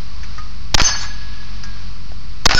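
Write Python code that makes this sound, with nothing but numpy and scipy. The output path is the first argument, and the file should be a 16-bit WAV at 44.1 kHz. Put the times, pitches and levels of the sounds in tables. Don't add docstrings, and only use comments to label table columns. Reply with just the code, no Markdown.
import sys
import numpy as np
from scipy import signal
from scipy.fft import rfft, irfft
from scipy.io import wavfile

SR = 44100
rng = np.random.default_rng(int(sys.argv[2]) if len(sys.argv) > 2 else 0)


def materialize(psi):
    bounded = np.clip(np.atleast_2d(psi).T, -1, 1)
    quanta = np.round(bounded * 32767).astype(np.int16)
    wavfile.write(sys.argv[1], SR, quanta)


N = 114219
T = np.arange(N) / SR

# frequency_hz, level_db
BLAST_SPECTRUM = [(80, -3), (400, 3.5), (1000, 5), (2500, -3.5), (4800, 6.5), (6000, 2), (7500, -8)]
BLAST_DECAY_S = .0006


def from_db(db):
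    return 10 ** (np.asarray(db) / 20)


def rms_one(x):
    return x / np.sqrt(np.mean(x ** 2) + 1e-20)


def noise(spectrum):
    hz, db = np.transpose(spectrum)
    bins_hz = np.maximum(np.fft.rfftfreq(N, 1 / SR), 1)
    gain = from_db(np.interp(np.log(bins_hz), np.log(hz), db))
    gain /= np.sqrt(1 + (bins_hz / hz[-1] / 1.2) ** 8)
    return rms_one(irfft(rfft(rng.standard_normal(N)) * gain, N))


def band(hz, ratio):
    sos = signal.butter(2, [hz / ratio, hz * ratio], "band", fs=SR, output="sos")
    return rms_one(signal.sosfilt(sos, rng.standard_normal(N)))


def drift(rate_hz):
    return noise([(rate_hz / 2, 0), (rate_hz, 0)])


def burst(start_s, decay_s, hold_s=0):
    return (T >= start_s) * np.exp(-np.maximum(T - start_s - hold_s, 0) / decay_s)


def dying(start_s, t60_s, hold_s=0):
    return burst(start_s, t60_s / np.log(1000), hold_s)


def tone(start_s, hz):
    return np.sin(2 * np.pi * hz * (T - start_s))


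def handgun(shots):
    lead_s, suction_s = .002, .036
    out, roar = np.zeros(N), noise(BLAST_SPECTRUM)
    for start_s, length_s, level_db in shots:
        lead_crack = from_db(-33) * burst(start_s - lead_s, BLAST_DECAY_S, lead_s)
        blast = from_db(level_db) * burst(start_s, BLAST_DECAY_S, length_s)
        end_s = start_s + length_s
        suction = 5 * burst(end_s, decay_s=.016) * (1 - (T - end_s) / suction_s)
        out += roar * (lead_crack + blast) - suction
    return out


def range_echoes(shots):
    # frequency_hz, level_db
    field_spectrum = [(100, -12.5), (300, -6.5), (480, -11), (700, 1.5), (1400, 2.5), (2400, -1),
                      (3600, -7.5), (5000, 0.5), (6200, -10), (7500, -20.5)]
    # frequency_hz, level_db
    roll_spectrum = [(200, -10), (600, -6.5), (1200, -2.5), (2400, 2), (3600, 2), (4800, 5), (7000, -32)]
    # delay_s, level_db, decay_s
    slaps = [(.0365, -11, .0016), (.0392, -11, .001), (.054, -8.5, .0028), (.0622, -16, .0022),
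             (.077, -15.5, .0014)]
    # delay_s, level_db, half_width_s, centre_hz
    banks = [(.148, -24.5, .008, 1100), (.147, -23.5, .01, 4200), (.21, -27, .007, 1200),
             (.28, -31, .022, 4700), (.295, -32.5, .02, 1300), (.342, -42, .011, 1050)]
    swell_s = .055
    out, field, roll = np.zeros(N), noise(field_spectrum), noise(roll_spectrum)
    bank_noises = [band(centre_hz, ratio=1.5) for *_, centre_hz in banks]
    for start_s, _, _ in shots:
        swell = np.clip((T - start_s) / swell_s, 0, 1) ** 2
        out += field * swell * from_db(-19) * dying(start_s, t60_s=.7, hold_s=swell_s)
        out += roll * swell * from_db(-36) * dying(start_s, t60_s=4.0)
        for delay_s, level_db, decay_s in slaps:
            out += field * from_db(level_db) * burst(start_s + delay_s, decay_s, hold_s=decay_s / 2)
        for (delay_s, level_db, half_width_s, _), bank_noise in zip(banks, bank_noises):
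            hump = np.exp(-.5 * ((T - start_s - delay_s) / half_width_s) ** 2)
            out += bank_noise * from_db(level_db) * hump
    return out


def steel_plates():
    # start_s, crack_length_s, crack_db, shimmer_db
    hits = [(0.8168, .001, 5, -16.5), (2.5476, .002, -5.5, -14.5)]
    # pitch_hz, level_db, t60_s
    plate_modes = [
        [(1676, -30, 1.7), (1703, -33, 1.6), (1652, -32, .9), (2957, -33, .7), (4432, -21.5, .7),
         (4594, -36, .8), (5253, -20.5, .6), (6205, -16.5, .6)],
        [(1472, -19, .9), (1681, -27, 1.2), (2466, -24, .5), (4517, -38, .6), (4931, -24, .5), (5288, -9.5, .5)],
    ]
    # frequency_hz, level_db
    shimmer_spectrum = [(300, -20.5), (1500, -13), (3000, -12), (4000, -15), (4600, 1.5), (5300, 0),
                        (5900, -15.5), (7000, -36)]
    out, crack, shimmer = np.zeros(N), noise(BLAST_SPECTRUM), noise(shimmer_spectrum)
    for (start_s, length_s, crack_db, shimmer_db), modes in zip(hits, plate_modes):
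        out += crack * from_db(crack_db) * burst(start_s, BLAST_DECAY_S, length_s)
        out += 1.25 * burst(start_s + length_s, decay_s=.038)
        out += shimmer * from_db(shimmer_db) * dying(start_s, t60_s=.55)
        for pitch_hz, level_db, t60_s in modes:
            waver_db = 6 * drift(rate_hz=25)
            out += from_db(level_db + waver_db) * tone(start_s, pitch_hz) * dying(start_s, t60_s)
    return out


def plate_ping(start_s=.8405, rise_s=.009):
    age = np.maximum(T - start_s, 0) / rise_s
    return from_db(-9.5) * age * np.exp(1 - age) * tone(start_s, hz=6212)


def near_knock():
    return from_db(-30.5) * band(hz=380, ratio=2.1) * burst(start_s=2.118, decay_s=.003)


def far_clinks():
    # start_s, tick_hz, tick_db, ring_hz, ring_db, ring_t60_s, treble_db
    clinks = [(.233, 1900, -33.5, 1240, -47, .2, -40.5), (.381, 1600, -32.5, 1240, -28, .24, -40),
              (1.636, 1350, -33, 1632, -36.5, .6, -31)]
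    out = np.zeros(N)
    for start_s, tick_hz, tick_db, ring_hz, ring_db, ring_t60_s, treble_db in clinks:
        tick = from_db(tick_db) * band(tick_hz, ratio=1.35)
        treble = from_db(treble_db) * band(hz=5400, ratio=1.15)
        out += (tick + treble) * burst(start_s, decay_s=.012)
        out += from_db(ring_db) * tone(start_s, ring_hz) * dying(start_s, ring_t60_s)
    return out


def engine(speed, harmonics, waver_db):
    firing_hz = np.interp(T, *np.transpose(speed))
    phase = 2 * np.pi * np.cumsum(firing_hz) / SR
    out = np.zeros(N)
    for multiple, level_db in harmonics:
        gain = from_db(level_db + waver_db * drift(rate_hz=5))
        out += gain * np.sin(multiple * phase + 2 * np.pi * rng.random())
    return out


def distant_engines():
    # time_s, firing_hz
    idle_speed = [(0.05, 46.6), (0.47, 46.4), (1.17, 47.8), (1.79, 46.4), (2.38, 46.6)]
    revving_speed = [(0, 70), (.4, 77), (.68, 69), (1.0, 88), (1.3, 83), (1.5, 96), (1.9, 88), (2.2, 77),
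                     (2.55, 84)]
    # multiple, level_db
    idle_harmonics = [(1, -31), (2, -46.5), (3, -46), (4, -47), (5, -55.5)]
    revving_harmonics = [(1, -38.5), (2, -49.5), (3, -60)]
    idling = engine(idle_speed, idle_harmonics, waver_db=1.9)
    return idling + engine(revving_speed, revving_harmonics, waver_db=1.0)


def ambience():
    # frequency_hz, level_db
    rumble_spectrum = [(20, -1), (50, 4.5), (100, 1), (180, -6.5), (260, -12), (400, -22.5), (800, -28)]
    hiss_spectrum = [(200, 1.5), (450, -4.5), (750, -2), (1150, 6.5), (1600, 0), (2400, 1), (3500, -2.5),
                     (4500, 5.5), (5500, 0.5), (6400, -9), (7300, -25.5)]
    # time_s, level_db
    hiss_levels = [(0, -41), (.12, -42.5), (.33, -40.5), (.6, -43.5), (1.5, -41.5), (1.85, -41),
                   (2.0, -44.5), (2.45, -44)]
    hiss_db = np.interp(T, *np.transpose(hiss_levels))
    return from_db(-40) * noise(rumble_spectrum) + from_db(hiss_db) * noise(hiss_spectrum)


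def scene():
    # start_s, length_s, level_db
    shots = [(0.7433, .0075, 14), (2.4553, .011, 23)]
    shooting = handgun(shots) + range_echoes(shots) + steel_plates() + plate_ping()
    return (shooting + near_knock() + far_clinks() + distant_engines() + ambience())[None]


def record(dry):
    bias, rail, knee, headroom = -.2, .56, .6, .17
    bandwidth_hz, cutoff_hz = 7100, 16000
    band_limit = signal.butter(16, bandwidth_hz, fs=SR, output="sos")
    top_cut = signal.ellip(10, .1, 80, cutoff_hz, fs=SR, output="sos")
    biased = dry + bias
    saturated = biased / (1 + (biased / rail) ** 8) ** (1 / 8)
    narrowed = signal.sosfilt(band_limit, saturated - bias) + bias
    within_knee = np.clip(narrowed, -knee, knee)
    rounded = within_knee + headroom * np.tanh((narrowed - within_knee) / headroom)
    return signal.sosfilt(top_cut, rounded - bias) + bias


dry = scene()
out = record(dry)
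materialize(out)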